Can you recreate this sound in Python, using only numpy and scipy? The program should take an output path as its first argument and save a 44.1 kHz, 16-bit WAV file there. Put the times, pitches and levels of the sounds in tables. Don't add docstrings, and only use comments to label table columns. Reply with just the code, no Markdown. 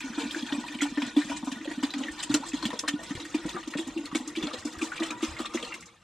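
import sys
import numpy as np
from scipy import signal
from scipy.fft import rfft, irfft, next_fast_len
from scipy.io import wavfile
from scipy.ndimage import uniform_filter1d

SR = 44100
rng = np.random.default_rng(int(sys.argv[2]) if len(sys.argv) > 2 else 0)


def volts(x):
    e = np.asarray(x, float) / 20
    return 10 ** e


def inscribe(sig):
    pcm = np.round(np.clip(np.atleast_2d(sig).T, -1, 1) * 32767)
    wavfile.write(sys.argv[1], SR, pcm.astype(np.int16))


N = 266011
T = np.arange(N) / SR

# start in seconds, peak in dB, pitch in Hz, t60 in seconds.
GULPS = [(0.043, -29.5, 267, 0.18), (0.18, -22.5, 299, 0.064), (.362, -25, 318, 0.094),
         (0.526, -22, 287, 0.052), (0.822, -19.5, 295, 0.18), (0.976, -19.5, 292, 0.12),
         (1.169, -12.5, 288.6, .14), (1.299, -28, 279, 0.21), (1.475, -24, 278, 0.078),
         (1.678, -25, 326, 0.051), (1.713, -30.5, 308, 0.08), (1.835, -18.5, 277, 0.068),
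         (2.01, -26.5, 282, 0.069), (2.342, -16.5, 304, 0.12), (2.538, -21.5, 290, 0.062),
         (2.883, -31.5, 294, 0.3), (3.348, -18, 313, 0.057), (3.677, -28.5, 306, 0.044),
         (3.79, -24.5, 327, 0.15), (3.964, -23.5, 326.6, 0.2), (3.991, -30.5, 294, 0.17),
         (4.154, -18.5, 306, 0.052), (4.373, -23.5, 332, 0.14), (4.654, -24.5, 301, 0.061),
         (4.826, -23.5, 304, 0.06), (5.005, -22.5, 326, 0.31), (5.106, -33.5, 308, 0.19),
         (5.23, -19.5, 333, 0.07), (5.402, -25, 332, 0.049), (5.548, -21, 340, 0.071)]
# start in seconds, peak in dB, pitch in Hz, low push in dB relative to the glug.
GLUGS = [(0.097, -33, 245, -16), (0.232, -32, 285, -24), (0.426, -29, 248, -21), (0.58, -27.5, 245, -22),
         (0.749, -32.5, 249, -17), (0.918, -33.5, 253, -18), (1.027, -25.5, 258, -40),
         (1.248, -38, 252, -10), (1.429, -31.5, 250, -16.5), (1.519, -31.5, 259, -19),
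         (1.776, -28.5, 263, -19), (1.963, -28.5, 256, -51), (2.299, -21.5, 288, -19.5),
         (2.4, -34, 279, -20), (2.651, -26, 236.5, -12), (2.835, -35, 309, -25), (2.938, -25, 290, -15),
         (3.106, -29.5, 267.4, -14), (3.453, -26.5, 304, -11), (3.546, -30, 351, -14),
         (3.755, -28, 289, -13), (3.87, -32.5, 266, -38), (4.128, -32, 294, -13), (4.205, -31, 253, -47),
         (4.436, -26.5, 318, -12), (4.533, -41, 251, -40), (5.631, -43, 254, -32)]
# start in seconds, peak in dB, pitch in Hz, t60 in seconds.
LINKS = [(0.256, -28.5, 240, 0.11), (0.342, -41, 343, 0.037), (.55, -29, 280, 0.046),
         (0.698, -38, 296, 0.12), (1.076, -32.5, 260, 0.062), (1.274, -34.5, 298.5, 0.086),
         (1.566, -34, 240, 0.087), (1.608, -35.5, 283, 0.05), (1.943, -31, 282, 0.16),
         (1.991, -28, 264, 0.064), (2.05, -35, 288, 0.077), (2.083, -33.5, 294, 0.17),
         (2.636, -28.5, 315, 0.049), (2.689, -32.5, 294, 0.055), (2.736, -32.5, 223, 0.032),
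         (3.155, -35, 333, 0.036), (3.199, -40, 298, 0.23), (3.26, -39, 301, 0.13),
         (3.883, -32.5, 301, .08), (4.04, -35, 298, 0.11), (4.276, -34, 298, 0.15),
         (4.415, -31, 352, 0.087), (4.468, -31, 267, 0.072), (4.815, -31.5, 335, 0.18)]
# time in seconds, pitch in Hz.
AIR_COLUMN = [
    (0, 292.4),
    (3, 311),
    (6, 320),
]
BOTTLE_HZ = 241.9

# start in seconds, peak in dB, brightness above 5 kHz in relative dB, t60 in seconds.
SLUGS = [(0.191, -27.5, -15, 0.32), (0.31, -38, -5.5, 0.32), (0.466, -32, -39, 0.038),
         (0.812, -20, -11, 0.13), (1.162, -30.5, -12.5, 0.87), (1.296, -40, -9, 0.13),
         (1.362, -30.5, -10, 0.12), (1.827, -23.5, -11.5, 0.13), (2.022, -36, -35, 0.12),
         (2.291, -29, -12.5, 0.39), (2.53, -28.5, -14.5, 0.32), (2.622, -27.5, -16, 0.21),
         (3.197, -29.5, -15, 0.11), (3.674, -33.5, -7, 0.045), (3.771, -26, -14, 0.22),
         (4.148, -25, -6, 0.15), (4.355, -26.5, -16.5, 0.13), (4.648, -41.5, 4.5, 0.16),
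         (4.811, -34, -4, 0.34), (5.027, -25.5, -13, 0.13), (5.105, -29, -11, 0.033),
         (5.221, -27, -9.5, 0.32), (5.386, -32.5, -10, 0.24), (5.536, -28, -10, 0.2)]
# start in seconds, peak in dB, brightness above 5 kHz in relative dB.
DRIPS = [(0.005, -31.5, -9), (0.389, -31, -31), (0.52, -24.5, -47), (0.678, -28.5, -23), (0.745, -31, -17),
         (0.9, -47, 1), (1.019, -22.5, -24), (1.063, -30.5, -10), (1.446, -48.5, 8.5), (1.517, -27, -9.5),
         (1.905, -55, -21), (1.937, -24.5, -24), (2.035, -27.5, -25), (2.341, -18, -4.5),
         (2.653, -22.5, -11), (2.703, -30.5, -16), (2.731, -31.5, -14), (2.791, -26.5, 0),
         (3.15, -41, -1.5), (3.301, -57, 11.5), (3.345, -24, -12), (3.46, -36.5, -3.5), (3.49, -30, -9),
         (3.629, -33.5, -19), (3.977, -41.5, -4), (4.054, -36, -8), (4.276, -43.5, 10), (4.998, -27.5, -16),
         (5.455, -25, -19), (5.626, -27.5, -15), (5.721, -53, -31), (5.74, -29, -8), (5.806, -54, 10.5),
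         (5.825, -50, -7), (5.857, -59, 11)]
# start in seconds, peak in dB, brightness above 5 kHz in relative dB.
SURGES = [(2.876, -20.5, -9), (3.028, -36.5, -5), (3.246, -45, 1.5), (2.195, -29, -18), (2.458, -46, 5),
          (2.482, -40.5, 3.5), (0.595, -40, -3), (1.642, -30.5, -18), (1.709, -36, -10), (1.978, -38, -4),
          (2.111, -55, 14), (2.225, -25, -7), (3.702, -35, -7.5), (3.868, -44.5, 1), (4.426, -27, -16),
          (4.466, -26.5, -18), (4.53, -26, -16.5), (4.583, -39, -2), (4.721, -42.5, -5), (4.782, -38, -4.5),
          (4.959, -28, -17), (5.057, -40, -5), (5.641, -31, -16)]
# frequency in Hz, level in dB per Hz.
WATER = [(250, -62), (420, -22), (769, -10.5), (965, -6), (1110, -8), (1690, -5.5), (1850, -6), (2250, 0),
         (3490, 8), (5160, -1), (7650, 1.5), (15600, -31.5)]
# frequency in Hz, width in Hz, level in dB when low, level in dB when full.
WALL = [(481, 35, 2.5, 13.5), (974, 33, 8.5, 4), (1210, 220, -24, 3.5), (1450, 39, 10, -0.5),
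        (1850, 59, 10.5, -1), (2134, 27, 0, 2.5), (2394, 62, 8, -42), (2820, 140, -1.5, 3.5),
        (3020, 37, -1, -12), (3340, 59, 3, 4)]

# start in seconds, peak in dB, pitch in Hz.
BUBBLES = [(0.082, -41, 765), (0.173, -41, 810), (0.199, -37, 465), (0.341, -44, 677), (0.502, -31, 844),
           (0.853, -29.5, 850), (0.971, -36, 450), (1.163, -35, 760), (1.298, -32, 650), (1.426, -43, 740),
           (1.471, -36, 717), (1.655, -33, 553), (1.829, -46, 806), (2.007, -34, 480), (2.343, -26, 436),
           (2.631, -40, 850), (2.731, -25.5, 487), (2.833, -32, 484), (2.881, -38, 510),
           (2.991, -33.5, 616), (3.176, -36, 510), (3.454, -31, 510), (3.543, -32, 483), (3.565, -36, 767),
           (3.753, -30.5, 460), (4.149, -39, 505), (4.434, -30.5, 427), (4.477, -32.5, 606),
           (4.536, -27, 502), (4.646, -37, 470), (4.823, -42, 510), (5.0, -37, 685), (5.022, -29.5, 660),
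           (5.393, -32, 627), (5.545, -32.5, 545), (5.628, -30, 480),
           (0.083, -37, 1380), (0.134, -30, 1510), (0.179, -29.5, 1334), (0.183, -28.5, 910),
          (0.218, -29.5, 894), (0.346, -24, 1586), (0.486, -28.5, 1610), (0.639, -31, 960),
          (0.818, -24, 1400), (0.972, -31.5, 956), (1.019, -28.5, 950), (1.165, -37, 970),
          (1.211, -29.5, 1590), (1.297, -34, 1555), (1.318, -26, 977), (1.429, -34, 903),
          (1.472, -28.5, 970), (1.828, -27.5, 978), (1.941, -37, 1210), (2.308, -28, 1395),
          (2.347, -22, 1377), (2.435, -28.5, 1028), (2.627, -25.5, 1042), (2.66, -38, 996),
          (2.705, -29.5, 995), (2.73, -27.5, 975), (2.838, -26, 1085), (2.885, -30, 1360),
          (3.444, -39, 1410), (3.565, -24.5, 1184), (3.734, -30, 1090), (3.879, -42, 925),
          (4.115, -31, 1130), (4.148, -29, 1520), (4.476, -32, 1360), (4.51, -31, 1210), (4.673, -39, 1500),
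          (4.791, -29.5, 1580), (4.814, -30.5, 1160), (4.919, -22.5, 1467), (4.992, -29, 1210),
          (5.1, -37, 1210), (5.113, -24.5, 1330), (5.23, -29.5, 1210), (5.393, -26.5, 1215),
          (5.447, -28.5, 1182),
           (0.007, -29, 2440), (0.027, -31, 2270), (0.6836, -28, 2470), (0.788, -26, 2405),
         (0.807, -22, 2020), (0.974, -22, 1802), (1.0203, -24, 2470), (1.1642, -32, 1860),
         (1.2174, -24, 1784), (1.2968, -28, 2450), (1.518, -34.5, 1850), (1.612, -34, 1960),
         (1.674, -30.5, 1870), (1.7143, -27.5, 1900), (1.8334, -24.5, 1826), (1.9363, -30, 2470),
         (2.084, -25, 1800), (2.3236, -36, 2210), (2.3398, -28, 2060), (2.5182, -33, 2570),
         (2.533, -29, 1880), (2.6523, -39, 1870), (2.7075, -29.5, 1830), (2.8796, -17, 1800),
         (3.1087, -34.5, 1960), (3.1522, -31, 2100), (3.2516, -30.5, 1864), (3.3427, -27, 2424),
         (3.562, -32, 1615), (3.629, -40, 1910), (3.7378, -23, 1814), (3.783, -37, 2430),
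         (3.786, -33, 1890), (4.15, -21, 2225), (4.3522, -29, 2320), (4.816, -22.5, 2410),
         (4.92, -36, 1670), (4.978, -26, 2360), (5.0217, -22.5, 1910), (5.1057, -24.5, 2430),
         (5.2275, -29, 2170), (5.3667, -30, 2120), (5.4597, -34, 2170), (5.5738, -24.5, 2050),
         (5.7219, -28, 2130), (5.8257, -34.5, 2090),
           (0.3097, -23, 3210), (0.424, -28, 3290), (0.4653, -29.5, 3300), (0.5247, -28, 3610),
         (0.746, -29.5, 2990), (0.8185, -34, 2980), (1.0196, -37, 3950), (1.1667, -26.5, 3400),
         (1.517, -34, 3040), (1.9051, -27, 3930), (1.937, -32, 3550), (2.0183, -35, 3220),
         (2.3411, -34, 4040), (2.6539, -21, 3144), (2.7911, -26.5, 3560), (2.8873, -17, 3075),
         (3.1517, -32, 3290), (3.3433, -38, 3800), (3.492, -30, 3510), (3.9759, -31, 2730),
         (4.0567, -30.5, 4300), (4.1495, -24, 3410), (4.4263, -25.5, 3470), (4.8174, -31, 2710),
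         (5.2265, -33, 2930), (5.6291, -35, 2680)]
# start in seconds, peak in dB, pitch in Hz, t60 in seconds, rise in pitch as a share.
PLINKS = [
    (.205, -38.5, 460, 0.15, 0.029),
    (1.315, -38, 958, 0.2, 0.038),
    (2.42, -37, 749, 0.12, 0.8),
    (2.955, -45, 1450, 0.14, 0.011),
    (2.987, -41, 1840, 0.088, 0.011),
    (2.99, -44, 645, 0.18, 0.088),
    (5.115, -39.5, 970, 0.29, 0.013),
    (5.885, -52, 2160, 0.023, 0.02),
    (5.72, -34.5, 2750, 0.044, 0.0061),
    (5.74, -34.5, 2104, 0.029, 0.0091),
]

# time in seconds, level in dB.
FLOW = [(0, 3.5), (1, 2), (1.95, 1), (2.5, 1.5), (2.9, -0.5), (3.4, 2), (4.1, 1.5), (4.7, 2), (5, 5),
        (5.6, 1), (5.78, -2.5), (5.87, -9), (6.03, -20)]
# level in dB, share of the stream swings, change in dB when full.
FIZZ = (-48, 1, -6)
CHURN = (-44, 1.2, 0.094)
HUM = (-45.5, 1.4, -3.5)

# frequency in Hz, level in dB per Hz.
RUMBLE = [(12, -64), (20, -26.5), (54, -13.5), (102, -22.5), (200, -11.5), (260, -28), (440, -120)]
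# start in seconds, peak in dB, pitch in Hz, t60 in seconds.
THUMPS = [(.237, -50, 139, 0.092), (1.057, -46, 140, 0.082), (2.108, -44.5, 54.7, 0.11),
          (2.311, -41, 120, 0.24), (2.655, -44, 110, 0.1), (3.153, -34, 108, 0.041),
          (3.177, -36, 96, 0.037), (3.45, -49, 50, 0.44), (4.426, -46, 55, 0.21), (4.585, -48, 90, .1),
          (4.775, -41, 70, 0.091), (5.155, -50, 115, 0.13), (5.288, -38, 62, 0.12), (5.315, -39, 66, .12),
          (5.346, -46, 120, 0.11)]
# frequency in Hz, level in dB per Hz.
QUIET = [(18, -59), (30, -29), (111, -9), (144, -24), (342, -29), (547, -40), (923, -28), (3080, -28),
         (8000, -37), (15600, -58)]
# frequency in Hz, side over mid in dB.
WIDTH = [(60, -23), (150, -16), (290, -32), (500, -15), (1000, -11), (2400, -17.5), (6000, -8),
         (12000, -4.5)]
# frequency in Hz, left over right in dB.
BALANCE = [(300, -.3), (500, 2.2), (1400, 2.2), (2500, 0), (6000, 0), (12000, 1.5)]


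def gulps():
    out, stir = np.zeros(N), np.zeros(N)
    ring_db, push_db = -23, -49
    rows = [(*gulp, ring_db + 16 * gulp[0] / T[-1], push_db) for gulp in GULPS]
    rows += [(at, db, hz, 0.13, -9, glug_push_db) for at, db, hz, glug_push_db in GLUGS]
    rows += [(*link, ring_db, push_db) for link in LINKS]
    wander = 0.049 * rng.standard_normal(len(rows))
    for (at, db, hz, t60, answer_db, low_db), odd in zip(rows, wander):
        column_hz = column_pitch(at)
        other_hz = BOTTLE_HZ if hz > 272 else column_hz
        gulp = ping(hz, max(0.81 * t60, 0.03), 0.0079, -0.02 + odd, bend=0.83)
        add(out, at - 0.004, volts(db) * gulp)
        add(out, at, volts(db - 18.5) * ping(0.5 * (hz + column_hz), 0.07, 0.051, 0))
        add(out, at - 0.002, volts(db + answer_db) * ping(other_hz, 0.087, 0.0091, 0))
        add(out, at - 0.003, volts(db + low_db + 9) * ping(173.3, 0.03, 0.022, 0.17))
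        add(stir, at - 0.005, volts(0.79 * db - 60 * T[:8000] / 0.29))
    return out + gurgle(stir) + air_hum()


def gurgle(stir):
    return volts(-31) * stir * swarm(422.5, 1197, 500, 27, 3.44, count=16)


def air_hum():
    noise = rng.standard_normal(N) * flicker(0.02, 2)
    tank, bottle = noise, noise
    for width in (45, 90, 120):
        tank = resonate(tank, column_pitch(T), width)
    for width in (50, 80):
        bottle = resonate(bottle, BOTTLE_HZ, width)
    return volts(-0.5) * flow(*HUM) * (evened(tank) + 0.5 * evened(bottle))


def splashes():
    dull, bright = np.zeros(N), np.zeros(N)
    t = np.arange(9000) / SR
    rows = [(*slug, 0.0049) for slug in SLUGS]
    rows += [(*drip, 0.074, 0.0019) for drip in DRIPS]
    rows += [(*surge, 0.062, 0.0084) for surge in SURGES]
    for at, db, bright_db, t60, rise in rows:
        shape = volts(-60 * t / max(t60, 0.02)) * (1 - np.exp(-t / rise)) ** (1 + 120 * rise)
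        shape /= shape.max()
        add(dull, at - 0.001, volts(db - 10) * shape)
        add(bright, at - 0.001, volts(db + bright_db - 4.5) * shape)
    cloud = swarm(592, 5010, 2800, 120, 3.6, count=48) + 0.3 * rng.standard_normal(N)
    spray = swarm(4750, 14840, 4000, 136, 3.3, count=40) + 1.03 * rng.standard_normal(N)
    cloud = evened(colour(in_tank(cloud, 4.1), WATER, 403, 4800))
    cloud = steadied(ragged(cloud, 3.5), 0.73)
    spray = ragged(colour(spray, WATER, 4700), 3.2)
    return flicker(0.004, 1.3) * (volts(-1) * dull * cloud + bright * spray)


def bubbles():
    rows = BUBBLES
    out = np.zeros(N)
    t = np.arange(5000) / SR
    for at, db, hz in rows:
        t60 = np.clip(0.099 * (1000 / hz) ** 0.41, 0.015, 0.13)
        rush = resonate(rng.standard_normal(len(t)), hz, 0.3 * hz)
        rush = evened(resonate(rush, hz, 1.2 * hz))
        shape = volts(-60 * t / t60) * (1 - np.exp(-t / 0.0013))
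        add(out, at - 0.001, volts(db - 8) * ping(hz, t60, 0.0011, 0.024, bend=0.91))
        add(out, at - 0.001, volts(db - 10) * shape * rush)
    for at, db, hz, t60, glide in PLINKS:
        add(out, at, volts(db) * ping(hz, t60, 0.0085, glide))
    return out


def stream():
    clumps = flicker(0.03, 2.3)
    fizz = swarm(2204, 15000, 4000, 140, 3.6, count=36) + 0.5 * rng.standard_normal(N)
    churn = swarm(430, 2800, 1100, 105, 3.2, count=30) + 0.3 * rng.standard_normal(N)
    fizz = ragged(colour(in_tank(fizz, 4), WATER, lo_hz=2400), 2.8)
    churn = colour(in_tank(churn, 4.7), WATER, 320, 2130)
    fizz = volts(2.5) * flow(*FIZZ) * evened(clumps * fizz)
    return fizz + volts(-3) * flow(*CHURN) * evened(clumps * churn)


def rumble():
    slosh = flicker(0.04, 3) * colour(rng.standard_normal(N), RUMBLE, hi_hz=220)
    out = volts(-60.1) * evened(slosh) * np.interp(T, [5.75, 5.9], [1, 0.4])
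    for at, db, hz, t60 in THUMPS:
        add(out, at - 0.069 * t60, volts(db) * ping(hz, t60, 0.06 * t60, 0.096))
    return out


def quiet_air():
    return volts(-67.5) * evened(colour(rng.standard_normal(N), QUIET))


def tent(x):
    t = np.arange(6000) / SR
    t60 = np.array([[0.16], [0.06], [0.06]])
    echoes = rng.choice([-1., 1.], (3, 6000)) * (rng.random((3, 6000)) < 0.05)
    tails = echoes * volts(-60 * t / t60)
    wet, one, two = (signal.oaconvolve(x, tail / np.linalg.norm(tail))[:N] for tail in tails)
    turn = 2 * np.pi * 3.3 * T
    mid = x + volts(-16) * wet
    side = volts(3.5) * colour(np.cos(turn) * one + np.sin(turn) * two, WIDTH)
    left = [(hz, db / 2) for hz, db in BALANCE]
    right = [(hz, -db / 2) for hz, db in BALANCE]
    right = [(hz, 1 * db) for hz, db in right]
    return np.array([colour(mid + side, left), colour(mid - side, right)])


def column_pitch(s):
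    return np.interp(s, *np.transpose(AIR_COLUMN))


def flow(level_db, share, full_db):
    starts = np.array([gulp[0] for gulp in GULPS] + [2 * T[-1]])
    until_gulp = starts[np.searchsorted(starts, T)] - T
    choke_db = -5.5 * np.exp(-until_gulp / 0.23)
    stream_db = np.interp(T, *np.transpose(FLOW))
    return volts(level_db + share * stream_db + full_db * T / T[-1] + choke_db)


def in_tank(x, ring_db):
    full = T / T[-1]
    rings = np.zeros(N)
    for k, (hz, width, low_db, full_db) in enumerate(WALL):
        gain = volts(low_db + (full_db - low_db) * full)
        rings += (-1) ** k * gain * resonate(x, hz, width)
    return x + volts(ring_db) * rings


def ping(hz, t60, rise, glide, bend=1):
    t = np.arange(round(min(t60, 0.4) * SR)) / SR
    shape = volts(-60 * (t / t60) ** bend) * (1 - np.exp(-(t / rise) ** 2))
    return shape / shape.max() * np.sin(2 * np.pi * hz * (t + glide * t ** 2 / t60))


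def swarm(lo_hz, hi_hz, per_s, cycles, spread_db, count):
    size, kind = rng.exponential(1, N), rng.integers(0, count, N)
    traits = rng.random((count, 2))
    train = (rng.random(N) < per_s / SR) * volts(spread_db * np.minimum(size, 3))
    out = np.zeros(N)
    for k, (hz, (life, glide)) in enumerate(zip(np.geomspace(lo_hz, hi_hz, count), traits)):
        grain = ping(hz, cycles * (0.5 + life) / hz, 2.5 / hz, 0.05 * glide ** 2)
        out += signal.oaconvolve(train * (kind == k), grain)[:N] * np.sqrt(hz)
    return evened(out)


def resonate(x, hz, width):
    turn = np.exp(2j * np.pi * np.cumsum(hz * np.ones(len(x))) / SR)
    r = np.exp(-np.pi * width / SR)
    return 2 * (turn * signal.lfilter([1 - r], [1, -r], x / turn)).real


def ragged(x, depth_db):
    z = signal.stft(x, nperseg=256)[2]
    patches = uniform_filter1d(rng.standard_normal(z.shape), size=9, axis=0)
    patches = evened(uniform_filter1d(patches, size=6, axis=1))
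    patches = patches - patches[:60].mean(0)
    return evened(signal.istft(z * volts(depth_db * patches), nperseg=256)[1][:N])


def steadied(x, share):
    power = abs(uniform_filter1d(x ** 2, size=500))
    return evened(x / (power + 1e-3) ** (share / 2))


def flicker(seconds, depth_db):
    size = max(round(seconds * SR), 1)
    wobble = uniform_filter1d(uniform_filter1d(rng.standard_normal(N), size), size)
    return volts(depth_db * evened(wobble))


def colour(x, points, lo_hz=0, hi_hz=SR):
    size = next_fast_len(x.shape[-1])
    hz = np.fft.rfftfreq(size, 1 / SR) + 1
    f, db = np.transpose(points)
    gain = volts(np.interp(np.log(hz + 1), np.log(f + 1), db))
    band = 1 / np.sqrt((1 + (lo_hz / hz) ** 8) * (1 + (hz / hi_hz) ** 8))
    return irfft(rfft(x, size) * gain * band, size)[..., :x.shape[-1]]


def evened(x):
    return x / np.sqrt(np.mean(x ** 2) + 1e-20)


def add(mix, s, sound):
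    part = mix[max(round(s * SR), 0):][:len(sound)]
    part += sound[:len(part)]


def scene():
    return tent(gulps() + splashes() + bubbles() + stream() + rumble() + quiet_air())


def roll_off(x):
    return signal.sosfilt(signal.butter(12, 15720, fs=SR, output="sos"), x)


def record(dry):
    edge = signal.firwin(801, 15650, window=("kaiser", 9), fs=SR)[None]
    return roll_off(signal.oaconvolve(dry, edge, "same"))


dry = scene()
out = record(dry)
inscribe(out)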